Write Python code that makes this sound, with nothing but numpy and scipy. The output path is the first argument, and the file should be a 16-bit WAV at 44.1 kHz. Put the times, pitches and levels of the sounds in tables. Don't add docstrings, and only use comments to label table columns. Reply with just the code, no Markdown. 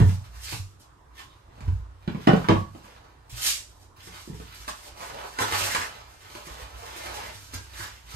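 import sys
import numpy as np
from scipy import signal
from scipy.fft import rfft, irfft
from scipy.io import wavfile
from scipy.ndimage import uniform_filter1d

SR = 44100
rng = np.random.default_rng(int(sys.argv[2]) if len(sys.argv) > 2 else 0)


def makeup_ratio(level_db):
    decades = np.asarray(level_db, float) / 20
    return 10 ** decades


def store_wav(level_fs):
    pcm = np.round(np.clip(np.atleast_2d(level_fs), -1, 1) * 32767)
    wavfile.write(sys.argv[1], SR, pcm.T.astype(np.int16))


N = 359415


def evened(x):
    return x / np.sqrt(np.mean(x ** 2) + 1e-20)


def read(points, hz):
    f, value = np.transpose(points)
    return np.interp(np.log(hz + 1), np.log(f + 1), value)


def add(mix, s, sound):
    part = mix[max(round(s * SR), 0):][:len(sound)]
    part += sound[:len(part)]


def late(x, count):
    return np.r_[np.zeros(count), x][:N]


def per_sample(slow):
    return np.interp(np.arange(N) * 1000 / SR, np.arange(len(slow)), slow)


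def colour(x, points, fall_db=-16.0):
    hz = np.fft.rfftfreq(len(x), 1 / SR)
    body = [p for p in points if p[1] > -60 and p[0] < 9900]
    octaves_above = np.log2(np.maximum(hz / body[-1][0], 1))
    gain = makeup_ratio(read(body, hz) + fall_db * octaves_above)
    low_cut = (hz / body[0][0]).clip(0, 1) ** 2
    return evened(irfft(rfft(x) * gain * low_cut, len(x)))


def ring(hz, db, t60, rise_ms=0.1, size=16000):
    t = np.arange(size) / SR
    decay = makeup_ratio(db - 60 * t / max(t60, .02))
    swell = 1 - np.exp(-1000 * t / rise_ms)
    return decay * np.sin(2 * np.pi * hz * t) * swell


def strokes(rows):
    roundness = 1.244
    bite_per_s = 1.24
    s, db, rise, fall = np.transpose(rows)[:4, :, None]
    t = np.arange(0, N / SR + .01, .001) - s
    far = np.where(t < 0, -t / np.maximum(rise, .003), t / np.maximum(fall, .003))
    bend = roundness + bite_per_s * rise * (t < 0)
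    return makeup_ratio(np.maximum(db - 20 * far ** bend, -130)) ** 2


def grit(per_s, spread_db, hiss, wobble_db, wobble_ms):
    sizes = makeup_ratio(spread_db * rng.exponential(1, N).clip(0, 3.2))
    grains = sizes * (rng.random(N) < per_s / SR)
    mix = evened(grains * rng.standard_normal(N)) + hiss * rng.standard_normal(N)
    span = max(int(wobble_ms * SR / 1000), 2)
    tremble = evened(uniform_filter1d(uniform_filter1d(rng.standard_normal(N), span), span))
    return mix * makeup_ratio(wobble_db * tremble)


def flexing(x, depth_db):
    z = signal.stft(x, nperseg=256)[2]
    patches = evened(uniform_filter1d(uniform_filter1d(rng.standard_normal(z.shape), 3, 0), 12, 1))
    return evened(signal.istft(z * makeup_ratio(depth_db * patches), nperseg=256)[1][:N])


def singing(rub, rows, width_hz):
    power = strokes(rows)
    hz = per_sample(np.transpose(rows)[4] @ power / power.sum(0))
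    turn = np.exp(2j * np.pi * np.cumsum(hz) / SR)
    r = np.exp(-np.pi * width_hz / SR)
    note = signal.lfilter([1 - r], [1, -r], rub / turn)
    note = signal.lfilter([1 - r], [1, -r], note)
    return per_sample(np.sqrt(power.sum(0))) * evened((turn * note).real)


def ports(z):
    # (frequency [Hz], likeness [0-1])
    likeness = [(60, 1), (150, 1), (300, 0.43), (600, 0.032), (1500, 0.024), (8000, 0.017)]
    same = read(likeness, np.linspace(0, SR / 2, z.shape[1])).clip(0, 1)[:, None]
    return np.array([z[0], same * z[0] + np.sqrt(1 - same ** 2) * z[1]])


def air():
    # (frequency [Hz], level [dB per Hz])
    wash = [(18, -36), (30, 1), (49, -8.5), (71, -8.5), (115, -4), (196, -22), (302, -14), (537, -21),
            (809, -17.5), (980, -13.5), (2270, -31), (4910, -36), (9400, -38.5)]
    z = signal.stft(np.array([colour(v, wash) for v in rng.standard_normal((2, N))]), nperseg=1024)[2]
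    patches = evened(uniform_filter1d(uniform_filter1d(rng.standard_normal(z.shape[1:]), 10, 0), 8, 1))
    z = ports(z) * makeup_ratio(2.2 * patches)
    return makeup_ratio(-56.5) * signal.istft(z, nperseg=1024)[1][:, :N]


def rumble():
    # (frequency [Hz], width [Hz], level [dB])
    plates = [(58.8, 13, -1), (64, 4.1, -11), (92.9, 4.8, -2.5)]
    # (time [s], level [dB])
    weight = [(0.0, -20.5), (.12, -42), (.45, -45), (.85, -60.5), (1.1, -54.5), (1.55, -63), (1.69, -26),
              (1.85, -48), (3.25, -58.5), (3.4, -51.5), (4.3, -57), (4.4, -43.5), (4.55, -52.5),
              (6.4, -56.5), (6.85, -46), (7.4, -55), (7.629, -45.5), (8.15, -55.5)]
    hz = np.fft.rfftfreq(N, 1 / SR)
    gain = sum(makeup_ratio(db) / (1 + (2 * (hz - f) / w) ** 2) for f, w, db in plates)
    murmur = evened(irfft(rfft(rng.standard_normal(N)) * gain, N))
    return makeup_ratio(np.interp(np.arange(N) / SR, *np.transpose(weight))) * murmur


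def thumps():
    # (time [s], blow level [dB], floor plate frequency [Hz], hull plate level [dB])
    blows = [(0.001, -14.5, 118.6, -26), (0.01, -12, 114.3, -40), (0.047, -9.5, 93.7, -43),
             (0.525, -31, 112.7, -53), (0.596, -29.5, 95.4, -56), (1.619, -38.5, 126, -52),
             (1.674, -18.5, 87.4, -35), (1.699, -32, 90.7, -27), (1.729, -23, 94.1, -37),
             (1.796, -29, 89.7, -32), (2.286, -24.5, 131, -49), (2.498, -17.5, 100.8, -53),
             (2.555, -25.5, 93.6, -50), (3.323, -36, 116.7, -40), (4.322, -37.5, 101, -42),
             (4.598, -54, 90, -43), (5.12, -46, 125.6, -64), (5.403, -32.5, 107, -62),
             (5.527, -32, 96, -58), (5.614, -32.5, 97.5, -53), (5.776, -39, 90, -57),
             (6.499, -65, 83.4, -38), (6.618, -70, 84.5, -37), (6.738, -66, 86.1, -43),
             (7.349, -42.5, 100.5, -64), (7.547, -35, 89.5, -58), (7.801, -39, 98.4, -58),
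             (8.137, -36, 119, -59)]
    floor_t60_s, hull_t60_s, hull_hz, contact_ms = 0.37, 0.31, 58, 3.13
    out = np.zeros(N)
    push = np.hanning(int(contact_ms * SR / 700))
    for s, blow_db, hz, hull_db in blows:
        modes = ring(hz, blow_db, floor_t60_s) + ring(hull_hz, hull_db, hull_t60_s)
        add(out, s, signal.oaconvolve(modes, push / push.sum()))
    return out


def brushing():
    # (frequency [Hz], level [dB per Hz])
    skin = [(120, -45), (200, -33), (477, -26.5), (579, -12), (691, -31), (1140, -20.5), (1600, -14),
            (2390, -6.5), (5520, -2), (9400, -5.5)]
    # (peak time [s], level [dB], rise [s], fall [s])
    hand_strokes = [(0.1, -48, 0.35, 0.16), (0.25, -60, .2, 0.68), (.252, -59, .005, .05),
                    (.435, -37, 0.0054, 0.072), (0.495, -33, 0.12, 0.14), (0.8, -52.5, 0.0079, 0.043),
                    (1.152, -59, .005, .1), (1.2, -49, 0.033, 0.087), (1.67, -59.5, 0.21, 0.17),
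                    (2.085, -71, .01, 1), (2.495, -49.5, .01, 0.21), (2.8, -53.5, 0.12, 0.16),
                    (3.297, -44, 0.0046, 0.52), (3.47, -21.5, 0.097, 0.11),
                    (4.08, -44, 0.084, 0.014), (4.03, -48, .005, .04), (4.145, -37, .006, 0.036),
                      (4.17, -44, 0.04, 0.22), (4.345, -45.5, .005, 0.088), (4.4, -50, 0.073, 0.12),
                      (4.547, -42.5, 0.0068, 0.045), (4.62, -51.5, .1, .1), (4.69, -34.5, 0.026, 0.019),
                      (4.87, -46, 0.2, 0.039), (5.019, -43.5, 0.066, 0.16), (5.31, -48, 0.47, 0.091),
                      (5.41, -26, 0.027, 0.033), (5.54, -35.5, 0.044, .25), (5.66, -30, 0.24, 0.15),
                      (5.84, -44.5, .06, 0.037), (5.76, -33, 0.18, 0.087), (6.19, -52.5, 0.2, 0.8),
                      (6.37, -46, 0.1, 0.055), (6.469, -40, 0.035, 0.021), (6.63, -49, 0.22, 0.034),
                      (6.93, -49, 0.3, 0.8), (7.15, -43.5, 0.3, 0.24), (7.39, -51, 0.21, 1),
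                      (7.544, -36, 0.014, 0.016), (7.83, -37, 0.1, 0.053), (8.12, -48, 0.093, 0.6)]
    level = per_sample(np.sqrt(strokes(hand_strokes).sum(0)))
    return level * colour(grit(6000, 1.6, 0.47, 3.1, 30), skin, fall_db=1.5)


def dragging():
    # (frequency [Hz], level [dB per Hz])
    light_edge = [(130, -16), (250, -12.5), (400, -5.5), (600, -3), (900, -4), (1300, -8), (2000, -15),
                  (4000, -20.5), (9400, -36)]
    # (frequency [Hz], level [dB per Hz])
    hard_edge = [(200, -6.5), (500, -12.5), (900, -5.5), (1300, 2), (1900, -0.5), (2600, -0.5), (4500, -4),
                 (9400, -13)]
    # (peak time [s], level [dB], rise [s], fall [s], pressure [0-1])
    scuffs = [(0.0, -45.5, .1, 0.26, 0.15), (0.249, -46.5, 0.027, 0.034, 0.7),
              (0.36, -46.5, 0.063, 0.11, 0.83), (0.481, -36, 0.064, 0.044, 1),
              (0.529, -29.5, 0.017, 0.01, 1), (1.198, -37.5, 0.056, 0.022, 0.86),
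              (1.32, -59, 0.066, 0.27, 0.6), (1.622, -54, 0.23, 0.37, 0), (2.4, -41.5, 0.38, 0.28, 0.66),
              (2.87, -51.5, 0.19, 0.52, 0.37), (3.35, -40.5, 0.022, 0.13, 0.9),
              (3.47, -32, 0.11, 0.043, 0.92)]
    # (peak time [s], level [dB], rise [s], fall [s], pressure [0-1])
    drags = [(3.965, -49, 0.0073, 0.44, 0.76), (4.159, -39, 0.088, 0.077, 0.78),
             (4.52, -48.5, 0.28, 0.83, 0.97), (4.69, -52, 0.26, 0.12, 0.55), (4.87, -46, 0.13, 0.031, 0.2),
             (4.985, -39.5, 0.03, 0.49, 0.46), (5.25, -39.5, 0.39, 0.067, 0),
             (5.412, -19.5, 0.018, 0.02, 0.4), (5.5, -29.5, 0.11, 0.17, 0.65),
             (5.65, -31, 0.36, 0.43, 0.56), (5.775, -35, 0.25, 0.06, 0.94), (6.37, -46.5, 0.32, 0.23, 0.67),
             (6.62, -42, 0.32, 0.084, 0.42), (6.9, -44.5, 0.21, 1, 1), (7.239, -37, 0.66, 0.18, 0.36),
             (7.545, -37, 0.048, 0.049, 0.83), (7.829, -39, 0.2, 0.21, 0.83), (8.14, -40, 0.11, .5, 0.9)]
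    # (peak time [s], level [dB], rise [s], fall [s], frequency [Hz])
    ridges = [(1.2, -45, .02, 0.087, 1052), (2.549, -28.5, 0.046, 0.07, 1125),
              (4.685, -46, 0.0088, 0.04, 620), (5.06, -54.5, 0.036, 0.043, 702),
              (5.15, -52, 0.034, .05, 557), (5.24, -44.5, .05, 0.044, 712),
              (5.378, -36.5, .015, 0.022, 1435), (5.43, -33.5, .04, 0.031, 910),
              (6.37, -48, .05, 0.05, 613), (6.8, -55, 0.1, 0.092, 696), (6.9, -56, 0.091, 0.12, 836),
              (7.01, -42.5, .05, 0.069, 658), (7.15, -47, .04, 0.056, 820), (7.21, -50, 0.049, 0.031, 930),
              (7.27, -43, 0.041, .05, 608), (7.56, -45, .02, 0.062, 1605)]
    # (peak time [s], level [dB], rise [s], fall [s], frequency [Hz])
    surges = [(.5, -46, 0.12, 0.051, 4600), (1.2, -49, 0.051, 0.057, 3200), (1.31, -57, 0.03, 0.033, 3570),
              (4.69, -42, .008, 0.035, 1350), (5.4, -30, .012, 0.028, 700),
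              (5.425, -28, 0.015, 0.037, 1210), (5.535, -32.5, .015, 0.04, 2590),
              (5.62, -32, 0.05, .04, 2760), (5.725, -28.5, 0.075, 0.018, 1760),
              (5.765, -30, 0.021, 0.038, 1570), (5.82, -33, .025, 0.029, 1600), (7.05, -45, 0.14, .1, 2180),
              (7.2, -45, 0.14, 0.19, 1950), (7.55, -44, 0.012, 0.057, 350),
              (7.81, -38.5, 0.083, 0.038, 1710), (7.845, -41, .03, 0.052, 1650)]
    power = strokes(scuffs + drags)
    pressure = np.transpose(scuffs + drags)[4].clip(0, 1)
    hard = per_sample(pressure @ power / power.sum(0))
    rub = flexing(grit(1400, 3.4, 0.65, 1.7, 6.0), depth_db=1.5)
    dull = colour(rub, light_edge, fall_db=3.0)
    sharp = colour(rub, hard_edge, fall_db=9.5)
    notes = singing(rub, ridges, width_hz=62) + singing(rub[::-1], surges, width_hz=800)
    return per_sample(np.sqrt(power.sum(0))) * ((1 - hard) * dull + hard * sharp) + notes


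def knocks():
    # (frequency [Hz], level [dB], 60 dB decay [s])
    near_end = [(337, 2, 0.28), (381.5, 3, 0.18), (410, 0.5, 0.16), (595, -2, 0.091), (2980, -17, 0.04),
                (750, 0.5, 0.047), (1074, -6, 0.12), (1250, -13.5, 0.084), (1473, -9, 0.13),
                (1890, -14, 0.08), (2240, -29, 0.076)]
    # (frequency [Hz], level [dB], 60 dB decay [s])
    far_end = [(321.5, -0.5, 0.54), (400, -1, 0.082), (516, 2.5, 0.19), (548, -4, 0.28), (660, 2, 0.12),
               (833, -2, 0.11), (1125, -10, 0.37), (1355, -16.5, 0.29), (1750, -17, 0.11),
               (2734, -19.5, 0.28), (3200, -9.5, 0.08)]
    # (frequency [Hz], level [dB], 60 dB decay [s])
    held = [(309, 14.5, 0.082), (426, 15, 0.02), (714, 0, 0.11), (964, 0.5, 0.025), (954, 1, 0.042),
            (1510, -23, 0.017), (1790, 0.5, 0.029)]
    # (frequency [Hz], level [dB per Hz])
    stack_crack = [(250, 2), (500, 8.5), (1000, 11.5), (1600, 8.5), (3000, 2.5), (5500, -12.5),
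                   (9400, -20.5)]
    # (frequency [Hz], level [dB per Hz])
    held_crack = [(400, -14), (1000, 7.5), (1500, 1.5), (2600, -3), (5000, -10), (9400, -13.5)]
    landings = (1.9, 2.46, 3.05)
    # (time [s], blow level [dB], lowest mode [Hz], upper modes level [dB], crack level [dB])
    stood = [(0.002, -11, 187, -22.5, -36), (0.013, -16, 145, -30.5, -48), (0.092, -26, 171, -51, -41),
             (0.524, -29.5, 152, -43, -43.5), (1.193, -72, 173, -63, -47.5), (1.579, -55, 152, -55, -59),
             (1.606, -39.5, 209, -56, -48), (1.679, -29.5, 141, -48, -50.5)]
    stacked = [(2.077, -14, 187, -31.5, -36.5), (2.147, -19.5, 179, -40, -44.5),
               (2.174, -34, 174, -41, -66), (2.2728, -15, 244, -5, -22.5), (2.29, -10.5, 154, -12, -35),
               (2.333, -6, 184, -17.5, -32.5), (2.37, -20, 193, -40, -49), (2.409, -27, 177, -45, -48),
               (2.486, -20, 235, -16, -18.5), (2.495, -3, 198, -10.5, -43.5), (2.509, -32, 216, -17, -38),
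               (2.554, -22, 144, -39, -39), (2.748, -35.5, 208, -42, -52), (2.843, -47, 206, -55, -53)]
    prised = [(4.072, -39, 173, -52.5, -47), (4.275, -34, 260, -45, -77), (4.297, -28, 153, -49, -74),
              (4.332, -32, 146, -46, -58), (4.4, -39.5, 156, -45.5, -49), (4.679, -46, 170, -48, -34),
              (5.387, -62.5, 158.3, -39.5, -25.5), (5.419, -58, 151, -34, -28.5),
              (5.523, -47, 169, -40, -26), (5.748, -56, 240, -39, -20), (6.351, -41, 226, -49, -40),
              (6.47, -41, 154, -50, -44.5), (7.535, -37, 238, -43, -46), (7.796, -40, 150, -51.5, -43.5)]
    ticks = [
        (2.2705, -50, 200, -36, -27.5),
        (2.4434, -55, 200, -55, -39),
        (3.2967, -55, 201, -68.5, -54.5),
        (5.814, -57, 200, -52.5, -30),
    ]

    out, t = np.zeros(N), np.arange(4096) / SR
    rows = stood + stacked + prised + ticks
    chance = rng.standard_normal((40, 2, len(near_end)))
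    splinter = rng.standard_normal((len(chance), len(t)))
    for (s, blow_db, hz, upper_db, crack_db), (spot, tune), noise in zip(rows, chance, splinter):
        damp = 2.05 * (hz / 183) ** 1.5
        add(out, s, ring(hz, blow_db + 3.5, 0.058 / np.sqrt(damp), rise_ms=0.76, size=6000))

        modes = (held, near_end, far_end, held)[np.searchsorted(landings, s)]
        upper = np.zeros(6000)
        for (f, db, t60), a, b in zip(modes, spot, tune):
            mode = ring(f * (1 + 0.0074 * b), db + 0.81 * a, 0.53 * t60 / damp, rise_ms=1.0, size=6000)
            upper += mode * np.sign(a * b)
        chatter = noise[:900] * makeup_ratio(-8.0 - 60 * t[:900] / 0.021) * (abs(noise[900:1800]) > 2.4)
        chatter[0] = 1
        add(out, s, makeup_ratio(upper_db - 2) * signal.oaconvolve(upper, chatter))

        burst = makeup_ratio(-60 * t / 0.026) + makeup_ratio(-5.5 - 60 * t * damp / 0.082)
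        crack = colour(noise, held_crack if modes is held else stack_crack, fall_db=-20.0)
        add(out, s, makeup_ratio(crack_db + 4.0) * crack * burst)
    return out


def cabin(palm, wood, wet_db, drift_s=.12):
    # (frequency [Hz], 60 dB decay [s])
    decay = [(60, 0.55), (300, 0.22), (1000, 0.29), (3000, 0.26), (8000, 0.32), (15000, 0.13)]
    # (frequency [Hz], level [dB])
    reflected = [(100, -3.5), (300, -0.5), (1000, 2.5), (4000, 2), (12000, -1.5)]
    out = np.array([late(palm, count=5) + late(wood, count=20), palm + wood])
    turn = np.pi * np.arange(N) / SR / drift_s / 3
    wall_gain = makeup_ratio(read(reflected, np.fft.rfftfreq(512, 1 / SR)))
    wall = np.fft.fftshift(irfft(wall_gain)) * np.hanning(512)
    for k in range(3):
        taps = np.zeros((2, 14000))
        at = np.arange(100, 13980, 20) + rng.integers(0, 20, (2, 694))
        np.put_along_axis(taps, at, rng.choice([-1., 1.], at.shape), 1)
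        hz, t, z = signal.stft(taps, SR, nperseg=512)
        fading = ports(z) * makeup_ratio(-60 * t / read(decay, hz)[:, None])
        tail = signal.istft(fading, SR, nperseg=512)[1]
        tail = tail * makeup_ratio(wet_db) / np.linalg.norm(tail[0])
        tail = signal.oaconvolve(tail, wall[None], "same", axes=1)
        share = np.sqrt(2 / 3) * np.cos(turn + k * np.pi / 3)
        out += signal.oaconvolve((share * (palm + wood))[None], tail, axes=1)[:, :N]
    return out


def scene():
    palm = makeup_ratio(-3.0) * brushing()
    wood = makeup_ratio(-4.5) * dragging() + makeup_ratio(-2.5) * knocks()
    inside = cabin(palm, wood, wet_db=1.53)
    steel = makeup_ratio(2.0) * thumps() + rumble()
    return (inside + np.array([late(steel, count=42), steel]) + air()) * makeup_ratio([[-1.2], [1.1]])


def band_limit(x):
    return signal.sosfilt(signal.butter(12, 15710, fs=SR, output="sos"), x)


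def record(dry):
    # (from [Hz], to [Hz], sign of the right channel)
    folded = [(9650, 10350, -1), (11100, 13750, 1), (13900, 17000, -1)]
    low_cut = signal.butter(3, 36, "high", fs=SR, output="sos")
    hz, t, z = signal.stft(signal.sosfilt(low_cut, dry), SR, nperseg=2048)
    top = (abs(z[0, hz > 5000]) ** 2).sum(0)
    steady = np.maximum(np.roll(top, -1) / top, top / np.roll(top, 1)) < 14
    for lo, hi, sign in folded:
        ragged = 130 * rng.standard_normal((2, len(t)))
        inside = steady & (hz[:, None] > lo + ragged[0]) & (hz[:, None] < hi + ragged[1])
        z = np.where(inside, makeup_ratio(-2.5) * np.array([z[0], sign * z[0]]), z)
    z = z * makeup_ratio(-8.0 * (hz[:, None] > 14400) * ~steady) * (hz[:, None] < 15900)
    return band_limit(signal.istft(z, SR, nperseg=2048)[1][:, :N])


dry = scene()
out = record(dry)
store_wav(out)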